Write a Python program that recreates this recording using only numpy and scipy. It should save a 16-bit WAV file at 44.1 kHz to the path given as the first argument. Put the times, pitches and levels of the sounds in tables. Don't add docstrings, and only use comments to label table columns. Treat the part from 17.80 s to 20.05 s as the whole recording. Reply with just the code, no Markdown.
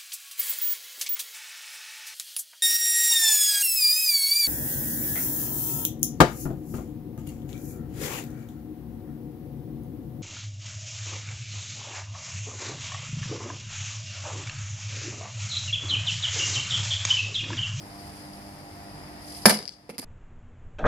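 import sys
import numpy as np
from scipy import signal
from scipy.fft import rfft, irfft
from scipy.io import wavfile
from scipy.ndimage import uniform_filter1d

SR = 44100
rng = np.random.default_rng(int(sys.argv[2]) if len(sys.argv) > 2 else 0)


def elevation(decibels):
    levels = np.asarray(decibels, float)
    return 10 ** (levels / 20)


def int16_out(signal):
    q = np.round(np.clip(np.atleast_2d(signal).T, -1, 1) * 32767)
    wavfile.write(sys.argv[1], SR, q.astype(np.int16))


N = 99048
TIME = np.arange(N) / SR


def rms_one(x):
    return x / np.sqrt(np.mean(x ** 2) + 1e-20)


def at_hz(points, hz):
    table_hz, value = np.array(points).T
    return np.interp(np.log(hz), np.log(table_hz), value)


def filtered(x, order, hz, kind):
    return signal.sosfilt(signal.butter(order, hz, kind, fs=SR, output="sos"), x)


def drift(rate):
    every = 40
    r = np.exp(-2 * np.pi * rate * every / SR)
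    slow = signal.lfilter([1], [1, -2 * r, r * r], rng.standard_normal(N // every + 2002))[2000:]
    return np.interp(np.arange(N) / every, np.arange(len(slow)), rms_one(slow - slow.mean()))


def grains(per_s, spread_db):
    size_db = spread_db * np.minimum(rng.exponential(1, N), 4)
    sizes = elevation(size_db) * rng.choice([-1, 1], N)
    return rms_one(sizes * (rng.random(N) < per_s / SR))


def dying(s, db, decay_s):
    since = np.maximum(TIME - s, 0)
    return elevation(db) * (TIME >= s) * np.exp(-since / max(decay_s, 1e-4))


# frequency in Hz, likeness from -1 to 1.
LIKENESS = [(60, 0.93), (290, 0.73), (620, 0.72), (1360, 0.0021), (3000, 0.34)]


def bands(size):
    edges = 22 * 2 ** np.arange(0, 10, .5)
    white = rng.standard_normal((2, 2, size))
    for k, (low, high) in enumerate(zip(edges, edges[1:])):
        mid, side = filtered(white[k % 2], 2, [low, high], "band")
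        hz = np.sqrt(low * high)
        alike = np.clip(at_hz(LIKENESS, hz), -1, 1)
        yield hz, np.sqrt(1 + alike) * mid + np.sqrt(1 - alike) * side * [[1], [-1]]


# frequency in Hz, level in dB per Hz.
TOWN = [(25, -19), (60, 0.5), (150, -6.5), (450, -11), (800, -10), (2300, -21), (5000, -24.5), (14000, -30)]
TOWN_DB = -44


def town():
    together_db = 1.2 * drift(1.7)
    noise = 0
    for hz, band in bands(size=N):
        patchy_db = (-0.2 + 90 / hz) * drift(13.0)
        noise = noise + elevation(at_hz(TOWN, hz) + together_db + patchy_db) * band
    return elevation(TOWN_DB) * rms_one(noise)


# multiple of the mains frequency, level in dB rms.
HUM = [(2, -59), (3, -54.5), (4, -53.5), (5, -61), (6, -50.5), (7, -63), (10, -78), (12, -62.5),
       (14, -54.5), (16, -57), (18, -61), (20, -64), (24, -72)]
MAINS_HZ, HUM_WAVER_DB = 49.8, 2.5


def hum():
    out = 0
    for multiple, db in HUM:
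        level = np.sqrt(2) * elevation(db + HUM_WAVER_DB * drift(12.0))
        out = out + level * np.sin(2 * np.pi * (round(multiple) * MAINS_HZ * TIME + rng.random()))
    return out


# frequency in Hz, t60 in seconds.
YARD_T60 = [(100, 0.62), (500, 0.35), (2000, 0.35), (5000, 0.44), (12000, 0.24)]
YARD_DB, YARD_GAP_S, YARD_LOW_HZ, ECHO_PATCHY_DB = -3.5, 0.0097, 110, 4


def yard(x):
    x = filtered(x, 2, YARD_LOW_HZ, "high")
    t = TIME[:SR // 2]
    tail = sum(band * elevation(-60 * t / at_hz(YARD_T60, hz)) for hz, band in bands(size=len(t)))
    tail = tail * (t > YARD_GAP_S) * elevation(ECHO_PATCHY_DB * drift(120)[:len(t)])
    tail = tail / np.sqrt(np.sum(tail ** 2) / 2)
    return elevation(YARD_DB) * signal.fftconvolve(x[None], tail, axes=1)[:, :N]


# time in seconds, level in dB.
RUSTLE = [
    (0, -53),
    (.3, -47),
    (.8, -53),
    (1.36, -63),
    (1.47, -40),
    (1.55, -39),
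    (1.625, -36.5),
    (1.65, -44),
    (1.9, -78),
]
RUSTLE_LOW_HZ, RUSTLE_PER_S = 3500, 6900


def rustle():
    rub = filtered([grains(RUSTLE_PER_S, 7.5), grains(RUSTLE_PER_S, 1.3)], 2, RUSTLE_LOW_HZ, "high")
    return elevation(np.interp(TIME, *np.transpose(RUSTLE)) + 1.4 * drift(29.85)) * rub


TICK_TIMES = [1.483, 1.521, 1.525, 1.555, 1.773, 1.7895, 1.8272, 1.8545, 1.8615, 1.878, 1.8815, 1.885,
              1.8922, 2.197]
# level in dB, left-over-right balance in dB.
TICKS = [(-29, 3), (-29, 0), (-26, -2), (-29, 3), (-13, -4), (-9, 5), (-13, 4), (-12, 5), (-18, 2), (-7, 8),
         (-19, 6), (-12, 8), (-9, 8), (-9, -10)]
TICK_S, TICK_FUZZ = .0007, 0.14
TICK_LOW_HZ, TICK_TOP_HZ = 3300, 8600


def ticks():
    out = np.full((2, N), 1e-18)
    grit = TICK_FUZZ * rng.choice([-1., 1.], N)
    for s, (db, pan) in zip(TICK_TIMES, TICKS):
        click = elevation(db) * (np.arange(N) == int(s * SR))
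        out += (grit * dying(s, db, TICK_S) + click) * elevation([[pan / 2], [-pan / 2]])
    return elevation(12.5) * filtered(out, 2, [TICK_LOW_HZ, TICK_TOP_HZ], "band")


# frequency in Hz, level in dB per Hz.
CRACK = [(150, -31), (400, 12), (800, -1.5), (1600, -10), (3000, -3), (6000, -18), (10000, -5), (15000, -3)]
SPLINTERS_PER_S, SPLINTER_SPREAD_DB = 10000, 2.6
CRACK_APART = 0.65


def cracks(blows):
    snaps = grains(SPLINTERS_PER_S, SPLINTER_SPREAD_DB)
    snaps = snaps + CRACK_APART * grains(SPLINTERS_PER_S, SPLINTER_SPREAD_DB) * [[1], [-1]]
    out = 0
    edges = 100 * 2 ** np.arange(0, 8.)
    for low, high in zip(edges, np.append(edges[1:], 19000)):
        tilt = np.log2(low / 1600) / 3
        envelope = sum(dying(s, db + bright_db * tilt, fall_s) for s, db, fall_s, _, bright_db in blows)
        burst = filtered(snaps * envelope + 1e-18, 1, [low, high], "band")
        out = out + elevation(at_hz(CRACK, np.sqrt(low * high)) + 2) * burst
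    return out


STRIKE_SPREAD_DB, CONTACT_HZ, MOST_CYCLES = 6.5, 2460, 90


def knocks(blows, modes):
    start_s, _, _, knock_db, _ = np.array(blows).T
    at = (start_s * SR).astype(int)
    spread = rng.standard_normal((len(blows), len(modes)))
    out = 0
    for k, (hz, db, t60) in enumerate(modes):
        clicks = np.full(N, 1e-18)
        clicks[at] = elevation(knock_db + db - 8 + STRIKE_SPREAD_DB * spread[:, k]) * (-1) ** k
        r = elevation(-60 / (min(t60, MOST_CYCLES / hz) * SR))
        w = 2 * np.pi * hz / SR
        out = out + signal.lfilter([0, np.sin(w)], [1, -2 * r * np.cos(w), r * r], clicks)
    return filtered(out, 1, CONTACT_HZ, "low")


# start in seconds, crack level in dB, crack decay in seconds,
# knock level in dB, brightness in dB.
LANDINGS = [
    (2.0925, -23, .004, -17.5, -2),
    (2.0985, -22, 0.0072, -19.5, -3.5),
    (2.104, -30.5, 0.0084, -19, 5),
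    (2.1812, -11.5, 0.0025, -36, 10),
    (2.186, -20, 0.0071, -20, 12),
    (2.193, -28, 0.0038, -16.5, 16),
    (2.2015, -35, 0.0036, -39, -13),
    (2.217, -22, 0.0045, -41, 7),
    (2.228, -32.5, 0.007, -36, -16.5),
    (2.238, -31, 0.0079, -50, 0),
]
# frequency in Hz, level in dB, t60 in seconds.
PIECE = [(200, -5, 0.039), (231, 1, 0.053), (297, -6.5, 0.063), (342, -9, 0.061), (476, 1.5, 0.052),
         (590, -10, 0.04), (720, -5, 0.02), (990, -8, 0.025), (2267, -3, 0.02), (2634, -1.5, .035),
         (4670, -2.5, 0.026)]


def pieces():
    return cracks(LANDINGS) + knocks(LANDINGS, PIECE)


# start in seconds, frequency in Hz, level in dB, t60 in seconds.
THUMPS = [
    (1.657, 203.7, -8.5, 0.31),
    (1.657, 213.9, -10, 0.51),
    (2.095, 168, -24, .06),
    (2.107, 223, -25, 0.16),
    (2.123, 263, -23, .07),
    (2.188, 275, -12, 0.072),
    (2.184, 430, -39, 0.04),
]
THUMP_PUSH_S, THUMP_SETTLES_S, SETTLE_DB_PER_S = 0.0066, .12, 350


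def pallet():
    out = 0
    for s, hz, db, t60 in THUMPS:
        t = np.maximum(TIME - s, 0)
        fall_db = 60 * t / t60 + SETTLE_DB_PER_S * np.maximum(t - THUMP_SETTLES_S, 0)
        swell = 1 - np.exp(-t / THUMP_PUSH_S)
        out = out - swell * elevation(db - fall_db) * np.sin(2 * np.pi * hz * t)
    return out


# start in seconds, crack level in dB, crack decay in seconds,
# knock level in dB, brightness in dB.
BLOWS = [
    (1.6558, 4.5, 0.0027, -8, -1.5),
    (1.6585, -0.5, 0.0035, -14.5, -1.5),
    (1.662, -12, .006, -10.5, 15.5),
    (1.673, -20, 0.0017, -32, -2),
    (1.6952, -4.5, 0.0065, -23, 6),
    (1.711, -10.5, 0.0036, -27, -4),
    (1.735, -37, 0.0053, -31, 0),
    (1.757, -43.5, .008, -51, 7),
    (1.789, -22.5, 0.0042, -24, 0),
]
# frequency in Hz, level in dB, t60 in seconds.
WOOD = [(171, -19, 0.061), (333, -13.5, 0.094), (389, -5.5, 0.088), (413, -6.5, 0.1), (437, -21, 0.14),
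        (521, -9.5, 0.17), (630, -13, 0.2), (653, -6, .11), (738, 6, .13), (846, -15.5, 0.075),
        (890, -21, 0.076), (1360, -25.5, .05), (1570, -9.5, 0.06), (2065, -12.5, .04)]


def pole():
    return cracks(BLOWS) + knocks(BLOWS, WOOD)


TOWN_RIGHT_LAG_S = .0003
LANDING_PAN_DB, LANDING_ECHO_DB, TICK_ECHO_DB = -1.5, -5.5, -9


def scene():
    far = town() + hum()
    far[1] = np.roll(far[1], int(TOWN_RIGHT_LAG_S * SR))
    chop, small, landed = pole(), ticks(), pieces()
    direct = chop + small + landed * elevation([[LANDING_PAN_DB / 2], [-LANDING_PAN_DB / 2]])
    to_walls = chop + elevation(TICK_ECHO_DB) * small + elevation(LANDING_ECHO_DB) * landed
    return direct + pallet() + yard(np.mean(to_walls, axis=0)) + far + rustle()


def port(hz, peaks, top_hz):
    boosts = [1 + (elevation(db) - 1) / (1 + 1j * q * (hz / f - f / hz)) ** 2 for f, q, db in peaks]
    return np.prod(boosts, axis=0) / (1 + 1j * hz / top_hz) ** 2


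def band_limit(x):
    return signal.sosfilt(signal.butter(12, 14790, fs=SR, output="sos"), x)


# frequency in Hz, sharpness as Q, boost in dB.
PORTS = [
    [(4923, 5.08, 19), (2105, 1.83, 7.5), (13000, 1.3, 0.5)],
    [(10190, 3.4, 9), (743, 2, 1.5)],
]
PORT_TOP_HZ = [4540, 13000]
SELF_HISS_DB, BASS_CUT_HZ, CUTOFF_HZ = -57.5, 29.4, 14550
DUCK_FROM_DB, DUCK_SHARE, DUCK_S = -23, 0.64, 0.089
SAG_DB_PER_S = 1


def record(dry):
    hz = np.arange(1, N // 2 + 2) * SR / N
    holes = [port(hz, peaks, top_hz) for peaks, top_hz in zip(PORTS, PORT_TOP_HZ)]
    x = irfft(rfft(dry) * holes, N) + elevation(SELF_HISS_DB) * rng.standard_normal((2, N))
    x = filtered(x, 1, BASS_CUT_HZ, "high")
    level_db = 10 * np.log10(uniform_filter1d(np.mean(x ** 2, axis=0), size=441) + 1e-12)
    over_db = DUCK_SHARE * np.maximum(level_db - DUCK_FROM_DB, 0)
    sag_db = SAG_DB_PER_S * TIME
    peak_db = np.maximum.accumulate(np.where(over_db > 0, over_db - sag_db, 0))
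    held_db = np.maximum(peak_db + sag_db, 0)
    r = np.exp(-1 / (DUCK_S * SR))
    x = x * elevation(-signal.lfilter([1 - r], [1, -r], held_db))
    top_cut = signal.ellip(12, .5, 60, CUTOFF_HZ - 50, fs=SR, output="sos")
    x = signal.sosfilt(top_cut, np.clip(x, -1, 1))
    return band_limit(np.clip(x, -1, 1))


dry = scene()
out = record(dry)
int16_out(out)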